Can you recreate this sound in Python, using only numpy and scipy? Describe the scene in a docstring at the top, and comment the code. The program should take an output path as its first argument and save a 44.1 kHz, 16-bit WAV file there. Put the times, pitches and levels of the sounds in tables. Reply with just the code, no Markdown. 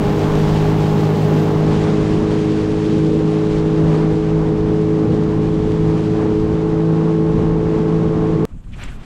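"""Watercraft on a lake

A three-cylinder four-stroke watercraft cruises, heard from the rider's chest. The engine hums through
the hull, small waves drum on it and wind buffets. Spray hisses, then fades as the craft rises to skim
the water. A sudden cut leads to the craft adrift: a breeze, a rustling sleeve, soft bumps and a
fishing rod swung up."""
import sys
import numpy as np
from scipy import signal
from scipy.fft import rfft, irfft, next_fast_len
from scipy.io import wavfile
from scipy.ndimage import uniform_filter1d

SR = 44100
rng = np.random.default_rng(int(sys.argv[2]) if len(sys.argv) > 2 else 0)


def dump_mix(stems):
    """Bounce the given channels to the path in sys.argv[1] as a 16-bit WAV at rate SR."""
    frames = np.atleast_2d(stems).T  # one column per channel
    limited = np.clip(frames, -1, 1)  # hard clip at full scale
    pcm = np.round(limited * 32767).astype(np.int16)
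    wavfile.write(sys.argv[1], SR, pcm)


N = 399100
T = np.arange(N) / SR
CUT_S = 8.4528  # riding ends, drifting begins


def undb(db):
    """Turns decibels into a number to multiply a sound by."""
    return 10 ** (np.asarray(db) / 20)


def curves(table):
    """Joins a table's rows with straight lines: one curve for each column after the time."""
    times, *columns = np.transpose(table)
    return [np.interp(T, times, column) for column in columns]


def wander(rate_hz):
    """A smooth random curve, typically within 1 of zero, with rate_hz new values a second."""
    steps = np.repeat(rng.standard_normal(int(T[-1] * rate_hz) + 2), 16)
    smooth = uniform_filter1d(uniform_filter1d(steps, size=16), size=16)
    return 1.2 * np.interp(T * rate_hz, np.arange(len(steps)) / 16, smooth)


def rush(tone, level_db, flicker_db, rate_hz, grain_db=0):
    """Flickering noise, shaped from bass to treble by a tone table; grain_db adds tiny crackles."""
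    noise = rng.standard_normal(N) * undb(grain_db * rng.exponential(size=N))
    size = next_fast_len(N)
    tone_hz, tone_db = np.transpose(tone)
    hz = np.arange(size // 2 + 1) * SR / size + 1
    gains = undb(np.interp(np.log(hz), np.log(tone_hz), tone_db, -99, -99))
    shaped = irfft(rfft(noise, size) * gains, size)[:N]
    shaped /= np.sqrt(np.mean(shaped ** 2))
    return shaped * undb(level_db + flicker_db * wander(rate_hz))


def ploughing(start_s=0.99, end_s=2.96):
    """1 while the hull pushes through the water, easing to 0 as it climbs up and skims."""
    progress = np.clip((T - start_s) / (end_s - start_s), 0, 1)
    return np.cos(np.pi / 2 * progress) ** 2


# Engine speed, where one cycle is two turns of the crank: time_s, cycle_hz
ENGINE_SPEED = [(0, 51.49), (1.4, 51.99), (2.8, 52.83), (3.5, 52.88), (4.7, 53.18), (6.3, 53.35),
                (6.95, 54.02), (8.45, 54.19)]
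# Level of the hum's main tone: slow swells, with brief dips as it mixes with water noise:
# time_s, change_db
MAIN_TONE_LEVEL = [(0, 1), (.4, 2.5), (1.2, 4), (1.8, 3), (2.6, -3.5), (3.2, 1), (3.86, 3.5), (4.6, 0),
                   (5.2, -0.5), (5.6, -2.5), (5.95, 0), (6.33, -2.5), (6.8, 4), (7.3, 3), (7.38, -4),
                   (7.46, 2), (7.8, 3.5), (8.1, 0), (8.45, 1)]
# Loud tones of the hum: cycle_multiple, level_db, ploughing_adds_db, change_share, db_per_hz_over_cruise
STRONG_TONES = [(2, -29, 7, -1.1, 0.5), (3, -21, 0.2, 0.98, -0.4), (4, -27, 1, .1, -2.5),
                (6, -20, -6, 0.081, -2.5), (8, -22, -2.5, 0.21, -0.27), (9, -34, -0.5, .8, -4.5),
                (11, -41, 0, 0.54, -6), (15, -45.5, 2, 0.49, -.6), (16, -52, 16.5, .3, 6),
                (20, -53, 3, -0.16, 7.5)]
# Faint tones of the hum: cycle_multiple, level_db, ploughing_adds_db
FAINT_TONES = [(5, -37.5, 2), (7, -43, 8.5), (10, -48.5, -5), (12, -55.5, 18), (13, -58, 2),
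               (14, -58.5, 10), (17, -54.5, 12), (18, -54.5, 3), (19, -58.5, 9), (21, -54.5, 7),
               (22, -55, 3), (24, -59, 7.5)]

def engine(cruise_hz=52.8, firings_per_cycle=3):
    """Tones at multiples of the engine cycle waver as the hull flexes. Returns hum and cycle angle."""
    cycle_hz, change_db = curves(ENGINE_SPEED) + curves(MAIN_TONE_LEVEL)
    plough = ploughing()
    over_hz = np.maximum(cycle_hz - cruise_hz, 0)
    tones = [(multiple, db + plough_db * plough + share * change_db + db_per_hz * over_hz)
             for multiple, db, plough_db, share, db_per_hz in STRONG_TONES]
    tones += [(multiple, db + plough_db * plough) for multiple, db, plough_db in FAINT_TONES]
    cycles = np.cumsum(cycle_hz) / SR
    phase = 2 * np.pi * (cycles - cycles[int(CUT_S * SR)]) - .14  # pressure is low at the cut
    hum = np.zeros(N)
    for multiple, db in tones:
        firing = multiple == firings_per_cycle
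        # a lopsided suction pulse: odd tones above the firing note swing against it
        offset = .9 + .75 * np.pi * (multiple > firings_per_cycle and multiple % 2)
        # uneven speed blurs high tones more; the firing note gurgles in the wet exhaust
        blur = (.02 * multiple + .12 * firing) * wander(14)
        waver_db = (1 + 1.1 * firing) * wander(7)
        hum -= np.sqrt(2) * undb(db + waver_db) * np.cos(multiple * phase + offset + blur)
    return undb(-.05) * hum, phase


# Tone of water hitting the hull: pitch_hz, level_db
CHOP_TONE = [(70, -19), (110, -3), (150, -0.5), (190, 1.5), (250, -2), (320, -3.5), (385, -5), (440, -5),
             (500, -7.5), (600, -24), (900, -47)]

def chop(level_db):
    """Small choppy waves drum on the hull."""
    return rush(CHOP_TONE, level_db, flicker_db=1.27, rate_hz=12)


# Tone of the churned water behind the craft: pitch_hz, level_db
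WAKE_TONE = [(350, -16), (560, -2), (800, -2.5), (1100, -6.5), (1500, -12.5), (2200, -20.5), (4000, -38)]

def wake(phase, added_db):
    """Churned water throbs with the engine cycle, louder while the hull ploughs."""
    throb = 1 + .096 * np.cos(phase) + .07 * np.cos(2 * phase)
    level_db = -34.5 + 6 * ploughing() + added_db
    return throb * rush(WAKE_TONE, level_db, flicker_db=1, rate_hz=15)


# Tone of flying droplets: pitch_hz, level_db
SPRAY_TONE = [(1000, -29.5), (1500, -3), (2200, -3), (3100, -3.5), (5000, -10), (7300, -15.5),
              (8600, -20.5), (10500, -29), (12000, -34.5), (14000, -51.5), (16000, -58.5)]

def spray(level_db):
    """Thrown water hisses, with single droplets standing out."""
    return rush(SPRAY_TONE, level_db, flicker_db=.9, rate_hz=32, grain_db=2)


# Tone of the finest spray: pitch_hz, level_db
MIST_TONE = [(8000, -16), (10000, -2), (11100, -4), (13100, 2), (14000, -2), (15800, -4)]

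def mist(fade_start_s=1.45, settle_s=.7, drop_db=35.5):
    """Fine mist gives a very high hiss that dies away as the hull rises."""
    faded = 1 - np.exp(-np.maximum(T - fade_start_s, 0) / settle_s)
    return rush(MIST_TONE, -56.5 - drop_db * faded, flicker_db=.6, rate_hz=25)


# Tone of the headwind: pitch_hz, level_db
WIND_TONE = [(15, -7), (40, -4), (80, -6), (130, -12), (300, -36.5)]

def wind(level_db):
    """Gusts buffet the microphone with a deep rumble."""
    return rush(WIND_TONE, level_db, flicker_db=3, rate_hz=8.3)


# Waves that meet the hull: peak_s, spray_adds_db, wake_adds_db, chop_adds_db, build_up_s
HULL_WAVES = [(.63, 2, 1, -0.5, .15), (1.05, 1, -0.5, 1, 0.073), (1.42, 0, 0, 0.5, 0.088),
              (1.84, 2.5, 1.5, 0.5, 0.15), (2.35, 1.5, 0, 1.5, 0.067), (2.97, 2, -1, 4.5, 0.11),
              (3.14, -1, -1.5, 7.5, .06), (3.56, 2, 1.5, -1, 0.072), (3.93, 1.2, 4, 1.5, 0.24),
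              (4.12, 1.5, 3, 0, 0.14), (4.72, 0, 1, 3.5, 0.092), (5.13, 0, -1.5, 6, 0.053),
              (5.7, 0, 2.5, 2, 0.088), (6.27, 0.5, 3, 3, 0.14), (6.8, -0.5, 2, -1, 0.056),
              (7.42, 1.5, 0.5, 6, 0.066), (7.75, 0.5, 2.5, 1, 0.12), (8.24, 1.5, 2, -3, 0.057)]

def waves(break_s=.05):
    """Each wave builds up, then breaks off. Returns the decibels added to spray, wake and chop."""
    peak_s, *added_db, build_up_s = np.transpose(HULL_WAVES)[:, :, None]
    width_s = np.where(T < peak_s, build_up_s, break_s)
    shape = np.exp(-((T - peak_s) / width_s) ** 2)
    return [np.sum(db * shape, axis=0) for db in added_db]


# Loudness of air and water during the ride: time_s, wind_db, chop_db, spray_db
RIDE_LEVELS = [(0, -27.5, -23, -38), (.6, -23, -23, -37.5), (1.0, -31.5, -21.5, -38),
               (1.5, -29.5, -20, -39), (2.25, -30, -23.5, -39.5), (2.75, -27.5, -24, -40.5),
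               (3.3, -35, -26, -42), (3.7, -26, -23.5, -42.5), (4.3, -31, -25, -45),
               (5.1, -29.5, -23, -45.5), (5.5, -26.5, -23, -45), (6.1, -29, -24, -43.5),
               (6.7, -26.5, -25, -47.5), (7.15, -31, -24, -46.5), (7.45, -26, -24.5, -47),
               (7.88, -34, -22.5, -46.5), (8.12, -24, -20.5, -48), (8.45, -29, -20.5, -47.5)]

def riding():
    """Engine, water and wind together while the craft moves."""
    wind_db, chop_db, spray_db = curves(RIDE_LEVELS)
    splash_db, churn_db, slap_db = waves()
    hum, phase = engine()
    surge = wander(16)  # wake and spray rise and fall together
    water = chop(chop_db + slap_db)
    water += wake(phase, churn_db + .5 * surge)
    water += spray(spray_db + splash_db + .46 * surge)
    return hum + water + mist() + wind(wind_db)


# Tone of light wind: pitch_hz, level_db
BREEZE_TONE = [(12, -2), (30, 2.5), (60, -12.5), (120, -12), (220, -16), (350, -37), (600, -55)]

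def breeze(level_db):
    """A breeze rumbles softly on the microphone."""
    return rush(BREEZE_TONE, level_db, flicker_db=2, rate_hz=31)


# Tones of the sleeve's low rustle and fine hiss: pitch_hz, level_db
RUSTLE_TONE = [(250, -4.5), (450, -15), (1200, -20.5), (1700, -34)]
CLOTH_HISS_TONE = [(4500, -22), (6500, -7), (7500, -4), (8600, -8), (10500, -15), (13000, -35)]

def sleeve(rustle_db, swing):
    """Cloth rubs as the arm moves; its high hiss needs a fast swing."""
    rustle = rush(RUSTLE_TONE, rustle_db, flicker_db=.5, rate_hz=59, grain_db=2.5)
    hiss = rush(CLOTH_HISS_TONE, -71 + 16 * swing ** 1.7, flicker_db=3, rate_hz=50)
    return rustle + hiss


# Tones of the rod's swish and the thin hiss above it: pitch_hz, level_db
SWISH_TONE = [(800, -8), (1300, 4.5), (2300, 4.5), (3300, 1), (4500, -6.5), (6500, -13)]
AIR_HISS_TONE = [(9000, -15), (11000, -2), (12800, -4), (14500, -12), (15800, -25)]

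def fishing_rod(swing):
    """The rod cuts the air, louder the faster it swings."""
    swish = rush(SWISH_TONE, -66.5 + 27 * swing, flicker_db=-2.5, rate_hz=60, grain_db=1.5)
    hiss = rush(AIR_HISS_TONE, -85 + 25 * swing ** 1.7, flicker_db=3, rate_hz=60)
    return swish + hiss


# Scrapes of rod, reel and sleeve: peak_s, level_db, pitch_hz, width_hz, half_length_s
GEAR_SCRAPES = [(8.508, -53, 1050, 300, .006), (8.525, -55, 1300, 350, .006), (8.672, -54, 1100, 400, .005),
                (8.742, -43.5, 2490, 1300, 0.01), (8.796, -44, 1100, 1200, 0.012),
                (8.818, -42, 2100, 1200, .012), (8.833, -39, 2600, 1600, 0.0055),
                (8.837, -39, 1600, 900, .006), (8.839, -42, 7440, 1200, 0.003),
                (8.883, -43, 2100, 1400, .012), (8.916, -47, 1550, 200, .02)]

def scrapes():
    """Rubbing makes short bursts of noise, each swelling and fading around one pitch."""
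    out = np.zeros(N)
    for peak_s, level_db, pitch_hz, width_hz, half_s in GEAR_SCRAPES:
        t = T[int((peak_s - 4 * half_s) * SR):int((peak_s + 4 * half_s) * SR)]
        edges_hz = [pitch_hz - width_hz / 2, pitch_hz + width_hz / 2]
        band = signal.butter(2, edges_hz, "bandpass", fs=SR, output="sos")
        burst = signal.sosfilt(band, rng.standard_normal(len(t))) * np.sqrt(SR / 2 / width_hz)
        shape = np.exp(-((t - peak_s) / half_s) ** 2)
        start = round(t[0] * SR)
        out[start:start + len(t)] += undb(level_db) * burst * shape
    return out


# Soft knocks of the arm: peak_s, level_db, half_length_s
ARM_BUMPS = [(8.833, -20.5, 0.0025), (8.863, -24, 0.0037), (8.889, -18, 0.0065), (8.7, -25, 0.0044),
             (8.941, -25, .003)]

def bumps():
    """The arm nudges the microphone; each push is one dull pulse."""
    return sum(-undb(level_db) * np.exp(-((T - peak_s) / half_s) ** 2)
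               for peak_s, level_db, half_s in ARM_BUMPS)


# Air and arm movement while adrift: time_s, breeze_db, rustle_db, swing_0_to_1
DRIFT_LEVELS = [(8.46, -41, -53, .02), (8.54, -29, -54, 0.22), (8.6, -34.5, -55, .08),
                (8.67, -27.5, -57, 0.16), (8.72, -31, -53, 0.43), (8.77, -30, -46, .55),
                (8.83, -28.5, -41, 1.0), (8.89, -31, -45, 0.62), (8.95, -31.5, -45, 0.6),
                (9.05, -33, -45, 0.56)]

def adrift():
    """With the engine silent, the rider swings a fishing rod up in the breeze."""
    breeze_db, rustle_db, swing = curves(DRIFT_LEVELS)
    return breeze(breeze_db) + sleeve(rustle_db, swing) + fishing_rod(swing) + scrapes() + bumps()


def scene():
    """Riding until the cut, drifting after it, in one channel."""
    return np.where(T < CUT_S, riding(), adrift())[None]


def record(dry, top_hz=15800):
    """Rounds off the loudest peaks and removes the highest treble."""
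    rounded = np.tanh(1.15 * dry) / 1.062
    treble_cut = signal.ellip(8, .2, 70, top_hz, fs=SR, output="sos")
    return signal.sosfilt(treble_cut, rounded)


dry = scene()
out = record(dry)
dump_mix(out)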